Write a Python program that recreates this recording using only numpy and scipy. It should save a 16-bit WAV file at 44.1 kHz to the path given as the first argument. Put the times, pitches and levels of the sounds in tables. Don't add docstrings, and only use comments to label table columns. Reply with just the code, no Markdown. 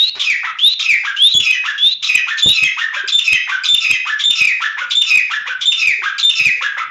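import sys
import numpy as np
from scipy import signal
from scipy.fft import rfft, irfft, next_fast_len
from scipy.io import wavfile
from scipy.ndimage import uniform_filter1d

SR = 44100
rng = np.random.default_rng(int(sys.argv[2]) if len(sys.argv) > 2 else 0)


def ratio(d):
    e = np.asarray(d, float) / 20
    return 10 ** e


def waveform_to_disk(signal):
    frames = np.transpose(np.atleast_2d(signal))
    scaled = np.clip(frames, -1, 1) * 32767
    samples = np.round(scaled).astype(np.int16)
    wavfile.write(sys.argv[1], SR, samples)


N = 304290

# start_s, length_s, level_db, pitch_start_hz, pitch_middle_hz, pitch_end_hz
WHISTLES = [(-.06, 0.16, -5, 3590, 3747, 4325), (.585, 0.16, -3.5, 2950, 3690, 4070),
            (1.162, 0.18, -2.5, 2794, 3552, 3990), (1.777, .165, -4.5, 3282, 3575, 4086),
            (2.42, 0.16, -6.5, 3456, 3750, 4094)]
# share_of_length, level_db, other_partials_db, roughness_0_1
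WHISTLE_COURSE = [(0, -24, 6, 0.5), (.18, -15, 1, 0.1), (0.332, -1, -1.5, 0.05), (0.601, 0.5, 10.5, 0.09),
                  (0.769, -17, 1.5, 0.22), (0.899, -11, 0.5, 0.24), (1, -18.5, 7, 0.4)]
# time_s, pitch_hz, level_db, other_partials_db, roughness_0_1
UNDERTONE = [(0, 2700, -6, 0.0045, .9), (.02, 2970, -5.5, 0, 1), (.08, 2804, -2.5, 0, 0.62),
             (.16, 2797, -9, 0.0022, .7)]
UNDERTONE_DB = -21.5

# start_s, time_to_first_peak_s, time_on_to_last_peak_s, first_peak_db, last_peak_db, pitch_hz
HIGH_NOTES = [(1.338, .035, .036, -5.5, -7, 3414), (2.42, 0.012, 0.066, -6, -3.5, 3515),
              (3.12, 0.035, 0.042, -7.5, -1.5, 3568), (3.683, 0.018, 0.051, -7.5, 4.5, 3558),
              (4.236, 0.023, 0.055, -7, 2, 3578), (4.95, 0.026, .05, -8, -1.5, 3584),
              (5.655, .024, .051, -5.5, -6, 3594), (6.228, 0.027, 0.051, -4.5, -5, 3597)]
HELD_NOTES = [(.235, 0.041, .027, -11, -8.5, 2496), (.82, 0.041, 0.04, -12, -4, 2550),
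              (1.425, 0.045, 0.048, -8, -3, 2530), (2.06, 0.041, 0.061, -8.5, 1.5, 2508),
              (2.525, 0.06, .059, -10, 1, 2543), (3.24, 0.041, .055, -9, 1, 2548),
              (3.8, 0.051, .067, -8.5, 2, 2525), (4.35, .064, .046, -4.5, -3.5, 2516),
              (5.062, 0.051, .052, -5.5, -4, 2510), (5.77, 0.059, .036, -7.5, -8, 2522),
              (6.35, 0.053, .06, -6.5, -3, 2532)]
# lead_in_db, soft_share_of_lead_in, dip_db, dip_place_0_1, other_partials_lead_in_db,
# other_partials_after_db, roughness_lead_in_0_1, roughness_after_0_1
HIGH_BEAT = (-6, 0.85, -6.5, 0.67, 5, 5, 0.25, 0.02)
HELD_BEAT = (-22, 0.68, -7.5, 0.56, 12.5, 0, .5, 0.3)
HIGH_LEAD_PITCH_FACTOR, HELD_LEAD_PITCH_FACTOR = 0.99, 1.05
BREAK_LEAD_S, BREAK_LEVEL_DB = 0.013, -15.5

# time_s, pitch_hz, level_db, other_partials_db, roughness_0_1
TICK = [(0, 2350, 1.5, -0.026, .05), (.005, 2440, -11.5, -0.09, .05), (.011, 2450, -5, -.1, .1)]
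CLUCK = [(0, 2320, -5, -7, 0.8), (.008, 2300, 2, -12, 0.9), (.018, 2320, -2.5, 2, 0.7),
         (.032, 2200, -4, -6, 1), (.046, 2160, -19.5, 14.5, .9)]
BREAK = [(0, 2950, -4.5, -0.14, 1), (.008, 2900, 5.5, -0.073, .85), (.025, 2850, -3.5, -.1, .9),
         (.055, 2770, -10, -0.13, 0.87)]
SLIDE = [(0, 2520, 2.5, 0.3, 0.08), (.02, 2300, -6.5, -0.5, .15), (.045, 1950, -12.5, -7.5, 0.13),
         (.065, 1880, -31.5, -6, 0.26)]
STEP = [(0, 2100, -12, 18, .15), (.025, 2060, -8, 13, .2), (.038, 2010, 0, 0, .2), (.065, 1930, -9, -4, .4)]
RASP = [(0, 720, -24, -14, .15), (.01, 1050, -14, -9, .3), (.024, 1300, -6, -2, .7),
        (.042, 1400, -7, -4, .6), (.05, 1760, 0, -14, .22), (.075, 1700, 0, -15, .22),
        (.1, 1600, -9, -15, .25)]
# start_s, level_db, pitch_factor, length_factor (later limited)
TICKS = [(2.373, -27, 0.9, 0.74), (3.075, -20.5, 1.01, 2.2), (3.636, -16.5, 1.01, 1.01),
         (4.186, -32, 2.4, 1.5), (4.9, -25.5, .99, 0.71), (5.605, -46, 1.1, 0.44), (6.181, -18, .99, 0.73)]
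CLUCKS = [(.193, -16.5, 1.01, 1.36), (0.791, -15.5, 1.09, 0.91), (2.023, -16.5, 1.095, 1.7),
          (2.378, -17, 1.14, 0.93), (3.079, -16, 1.146, 0.75), (3.641, -14.5, 1.08, 1),
          (4.19, -19, 1.01, 1.094), (4.905, -15.5, 1.045, 0.82), (5.608, -19.5, 1.01, 1),
          (6.182, -16, 1.16, 0.97)]
SLIDES = [(0.298, -8.5, 0.96, 1.06), (.9, -5.5, 0.98, 1.24), (4.47, -10, 0.97, 1.22),
          (5.171, -6.5, 1, 0.51), (5.87, -7.5, 0.99, 1.4), (6.461, -4, 1, 0.93)]
STEPS = [(1.52, -18, 0.98, 1), (2.158, -15.5, .97, 0.82), (2.644, -14.5, 1.04, 0.89),
         (3.331, -13.5, 1.005, 0.9), (3.918, -16.5, 1.02, 0.98)]
RASPS = [(.43, -22, 0.76, 0.9), (1.034, -17, 0.95, 0.85), (1.636, -14.5, 1, 0.9),
         (2.266, -15.5, 1.037, 0.82), (2.768, -14, 1.054, 0.95), (2.924, -17.5, 0.94, 0.96),
         (3.474, -15.5, 0.9, 1), (4.052, -15.5, 1, 0.99), (4.601, -14, 1.013, 0.87),
         (4.768, -20, 0.85, 0.9), (5.296, -13.5, 1.01, 0.85), (5.456, -19.5, 0.89, 0.85),
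         (6.018, -15.5, 0.94, 0.92), (6.606, -13, 0.98, 0.8), (6.766, -20.5, 0.77, 0.67)]

WHISTLE_PARTIALS_DB = [0, -45]
TICK_PARTIALS_DB = [4.5, 10.5, 2]
CLUCK_PARTIALS_DB = [-6.5, -12.5, 1.5, -7.5, -13.5, -20.5]
HIGH_PARTIALS_DB = [3, -14.5, -50, -35.5]
BREAK_PARTIALS_DB = [-3, -19]
HELD_PARTIALS_DB = [-18, 1.5, -19, -14, -25.5, -20.5]
SLIDE_PARTIALS_DB = [-40, 2, -24, -13, -23.5, -21.5]
STEP_PARTIALS_DB = [-26, 0, -12, -26, -26, -22]
RASP_PARTIALS_DB = [-1.5, -9.5, -27]

# frequency_hz, level_db
PARTIAL_COLOUR = [(500, -51), (800, -23), (1100, -2), (1800, 10.5), (3600, 17.5), (4500, 6.5), (5400, 13.5),
                  (7000, 15), (7800, -19), (9000, -69.5), (16000, -43)]
# distance_hz, relative_db_per_hz
SHAKE = [(30, 13.5), (150, 9.5), (350, 0.5), (900, -21.5), (2500, -38.5)]
# frequency_hz, relative_db_per_hz
BREATH = [(600, -44.5), (1000, -16), (1800, -15.5), (3500, 6), (4400, -13), (5500, -7.5), (7000, -12),
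          (7800, -29), (9000, -41), (16000, -66.5)]

# start_s, level_db, pitch_hz, t60_s
KNOCKS = [(0.164, -27, 374, 0.028), (0.174, -24, 372, 0.022), (2.962, -28, 578, 0.08),
          (3.037, -22.5, 395, 0.04), (4.817, -30, 550, 0.057), (5.48, -32, 514, 0.091),
          (5.905, -39, 520, 0.12), (5.984, -37, 410, 0.11), (6.018, -38, 360, 0.077),
          (6.51, -40, 450, 0.069), (6.571, -42, 469, .08), (6.621, -31, 525, 0.089),
          (6.77, -31.5, 565, 0.066), (6.879, -44, 287, 0.04)]
# frequency_hz, relative_db_per_hz
SCRAPE = [(500, -17), (1000, -8), (4000, -5), (7000, -22), (9000, -49.5)]
# time_s, relative_db
YARD = [(0, -1.5), (.02, 8.5), (.07, -1.5), (.12, -6.5), (.14, -9.5), (.3, -56), (.6, -57.5)]
# frequency_hz, level_db
WALLS = [(300, -6), (1100, -3), (1600, 2.5), (2500, 0), (3600, -4), (7000, -6)]
# start_s, level_db, decay_s (to exp(-2))
THUMPS = [(0.319, -49, 0.04), (0.923, -41, 0.051), (1.345, -26, 0.022), (1.374, -35, 0.064),
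          (1.501, -50, 0.036), (2.15, -45, 0.056), (2.446, -31, 0.04), (2.459, -17, 0.04),
          (2.495, -33.5, 0.05), (2.623, -34, 0.059), (3.15, -48.5, 0.066), (3.32, -32.5, 0.042),
          (3.729, -41, 0.031), (3.9, -35, 0.052), (4.294, -36.5, 0.033), (4.412, -27.5, 0.01),
          (4.443, -49.5, 0.11), (5.158, -49, 0.064), (5.876, -39.5, 0.052), (6.401, -36, 0.033),
          (6.463, -31, 0.039)]
# frequency_hz, relative_db_per_hz
THUMP = [(25, -39.5), (70, -3.5), (130, 4), (250, -7), (500, -11), (1200, -27.5), (3000, -72.5)]
# frequency_hz, relative_db_per_hz
FLOOR = [(30, -9.5), (130, 1.5), (600, -7), (1300, -4.5), (2700, -23), (4400, -6.5), (7000, -11),
         (9000, -58.5), (13500, -26), (15800, -34.5)]


def unit(x):
    return x / np.sqrt(np.mean(x ** 2) + 1e-20)


def along(points, hz):
    point_hz, values = np.transpose(points)
    return np.interp(np.log(hz + 1), np.log(point_hz + 1), values)


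def filtered(x, response):
    size = next_fast_len(len(x) + 8192)
    spectrum = rfft(x, size) * response(np.fft.rfftfreq(size, 1 / SR))
    return irfft(spectrum, size)[:len(x)]


def noise(spectrum):
    return unit(filtered(rng.standard_normal(N), lambda hz: ratio(along(spectrum, hz))))


def whistler():
    share, course_db, others_db, rough = np.transpose(WHISTLE_COURSE)
    rising, under = [], []
    for start_s, length_s, level_db, *pitches_hz in WHISTLES:
        pitch_hz = np.polyval(np.polyfit([0, 0.5, 1], pitches_hz, 2), share)
        time_s = start_s + share * length_s
        rising.append(np.transpose([time_s, pitch_hz, level_db + course_db, others_db, rough]))
        under.append((start_s, level_db + UNDERTONE_DB, 1, 1))
    return voice((rising, WHISTLE_PARTIALS_DB, 1, -5),
                 (placed(UNDERTONE, under), WHISTLE_PARTIALS_DB, 1, -8))


def caller():
    breaks = [(start_s + rise_s + hold_s - BREAK_LEAD_S, BREAK_LEVEL_DB, 1, 1)
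              for start_s, rise_s, hold_s, *_ in HIGH_NOTES]
    high = echo_beaten(HIGH_NOTES, HIGH_LEAD_PITCH_FACTOR, HIGH_BEAT)
    held = echo_beaten(HELD_NOTES, HELD_LEAD_PITCH_FACTOR, HELD_BEAT)
    return voice((placed(TICK, TICKS), TICK_PARTIALS_DB, 1, -14),
                 (placed(CLUCK, CLUCKS), CLUCK_PARTIALS_DB, 2, -3),
                 (high, HIGH_PARTIALS_DB, 1, -14),
                 (placed(BREAK, breaks), BREAK_PARTIALS_DB, 1, -7),
                 (held, HELD_PARTIALS_DB, 2, -15),
                 (placed(SLIDE, SLIDES), SLIDE_PARTIALS_DB, 2, -14),
                 (placed(STEP, STEPS), STEP_PARTIALS_DB, 2, -14),
                 (placed(RASP, RASPS), RASP_PARTIALS_DB, 1, -2))


def echo_beaten(notes, lead_pitch_factor, beat):
    lead_db, soft, dip_db, place, early_db, late_db, hoarse, rough = beat
    soft, place = np.clip([soft, place], 0.1, 0.9)
    shaped = []
    for start_s, rise_s, hold_s, first_db, last_db, hz in notes:
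        lead_hz, peak_s = hz * lead_pitch_factor, start_s + rise_s
        shaped.append([
            (start_s, lead_hz, first_db + lead_db, early_db, hoarse),
            (start_s + soft * rise_s, lead_hz, first_db + lead_db / 2, early_db, hoarse),
            (peak_s, hz, first_db, late_db, rough),
            (peak_s + place * hold_s, hz, min(first_db, last_db) + dip_db, late_db, rough),
            (peak_s + hold_s, hz, last_db, late_db, rough)])
    return shaped


def placed(shape, events):
    return [np.array(shape) * [np.clip(length, 0.75, 1.3), pitch, 1, 1, 1] + [start_s, 0, level_db, 0, 0]
            for start_s, level_db, pitch, length in events]


def voice(*kinds):
    out = np.zeros(N)
    shake = (noise(SHAKE) + 1j * noise(SHAKE)) / np.sqrt(2)
    breath = noise(BREATH)
    for notes, partials_db, order, breath_db in kinds:
        for rows in notes:
            add_note(out, rows, partials_db, order, shake, ratio(breath_db) * breath)
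    return filtered(out, lambda hz: 1 / (1 + (750 / (hz + 1)) ** 6))


def add_note(out, rows, partials_db, order, shake, breath):
    time_s, *columns = np.transpose(rows)
    at = np.arange(max(round(time_s[0] * SR), 0), min(round(time_s[-1] * SR), N))
    hz, level_db, others_db, rough = [np.interp(at / SR, time_s, c) for c in columns]
    rough = np.clip(rough, 0, 1)
    k = np.arange(1, len(partials_db) + 1)[:, None]
    carrier = np.exp(2j * np.pi * k * np.cumsum(hz / order) / SR)
    noise_share = 1 - (1 - rough) ** (k / order)
    wobble = shake[(at * k // order + k * SR) % N]
    smear = np.sqrt(1 - noise_share) + np.sqrt(noise_share) * wobble
    colour_db = along(PARTIAL_COLOUR, k * hz / order) - along(PARTIAL_COLOUR, hz)
    partial_db = np.array(partials_db)[:, None] + (k != order) * others_db + colour_db
    stack = ratio(partial_db) * (carrier * smear).imag
    since_start = at - at[0] + (at[0] == 0) * SR
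    edge = np.clip(np.minimum(since_start, at[-1] - at) / (0.004 * SR), 0, 1)
    out[at] += ratio(level_db) * edge * (np.sqrt(2) * stack.sum(0) + rough * breath[at])


def knocks():
    out, t = np.zeros(N + SR), np.arange(SR // 4) / SR
    for start_s, level_db, hz, t60_s in KNOCKS:
        decay = ratio(level_db - 60 * t / max(t60_s, 0.01))
        contact = 1 - np.exp(-t / 0.006)
        out[round(start_s * SR):][:len(t)] += decay * contact * np.sin(2 * np.pi * hz * t)
    return out[:N]


def scrape():
    start_s, length_s, level_db = 0.153, 0.038, -33.5
    share = (np.arange(N) / SR - start_s) / length_s
    return ratio(level_db) * ((share > 0) & (share < 1)) * noise(SCRAPE)


def yard(x):
    t, hop = np.arange(int(0.6 * SR)) / SR, SR // 4
    shape = ratio(np.interp(t, *np.transpose(YARD)))
    window = np.sqrt(np.hanning(2 * hop))
    padded = np.pad(x, (hop, 2 * hop))
    out = np.zeros(N + 4 * hop + len(t))
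    for at in range(0, N + hop, hop):
        tail = shape * rng.standard_normal(len(t)) / np.linalg.norm(shape)
        piece = signal.fftconvolve(padded[at:at + 2 * hop] * window, tail)
        out[at:at + len(piece)] += piece
    return out[hop:hop + N]


def thumps():
    gate = np.zeros(N + SR)
    for start_s, level_db, decay_s in THUMPS:
        t = np.arange(round(3 * decay_s * SR)) / (decay_s * SR)
        gate[round(start_s * SR):][:len(t)] += ratio(level_db) * np.minimum(1, t / 0.047) * np.exp(-2 * t ** 2)
    return gate[:N] * noise(THUMP)


def floor():
    return ratio(-60) * noise(FLOOR)


def scene():
    facing = whistler()
    turned = caller() + knocks() + scrape()
    answer = yard(ratio(-11.5) * facing + ratio(-5.5) * turned)
    walls = filtered(answer, lambda hz: ratio(along(WALLS, hz)))
    return (facing + ratio(-2.5) * turned + walls + thumps() + floor())[None]


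def suppressed(x, quiet_db, depth_db):
    cells = signal.stft(x, nperseg=512)[2]
    power = uniform_filter1d(np.abs(cells) ** 2, size=5, axis=-1)
    power = np.abs(uniform_filter1d(power, size=3, axis=-2)) + 1e-20
    keep = np.clip(1 - ratio(2 * quiet_db) / power, ratio(depth_db), 1)
    return signal.istft(cells * keep, nperseg=512)[1][..., :N]


def gain_control(x, knee_db, unity_db, slope_db_per_db, window_s):
    power = np.abs(uniform_filter1d(x ** 2, round(window_s * SR)))
    level_db = 10 * np.log10(power + 1e-12)
    return x * ratio(-slope_db_per_db * (np.maximum(level_db, knee_db) - unity_db))


def overloaded(x):
    return x / (1 + np.abs(x / 0.67) ** 9) ** (1 / 9)


def top_cut(x):
    return signal.sosfilt(signal.butter(12, 16010, fs=SR, output="sos"), x)


def record(dry):
    clean = suppressed(dry, quiet_db=-78, depth_db=-11)
    even = gain_control(clean, knee_db=-29.5, unity_db=-13.5, slope_db_per_db=0.32, window_s=0.031)
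    mix = overloaded(even)
    return top_cut(mix)


dry = scene()
out = record(dry)
waveform_to_disk(out)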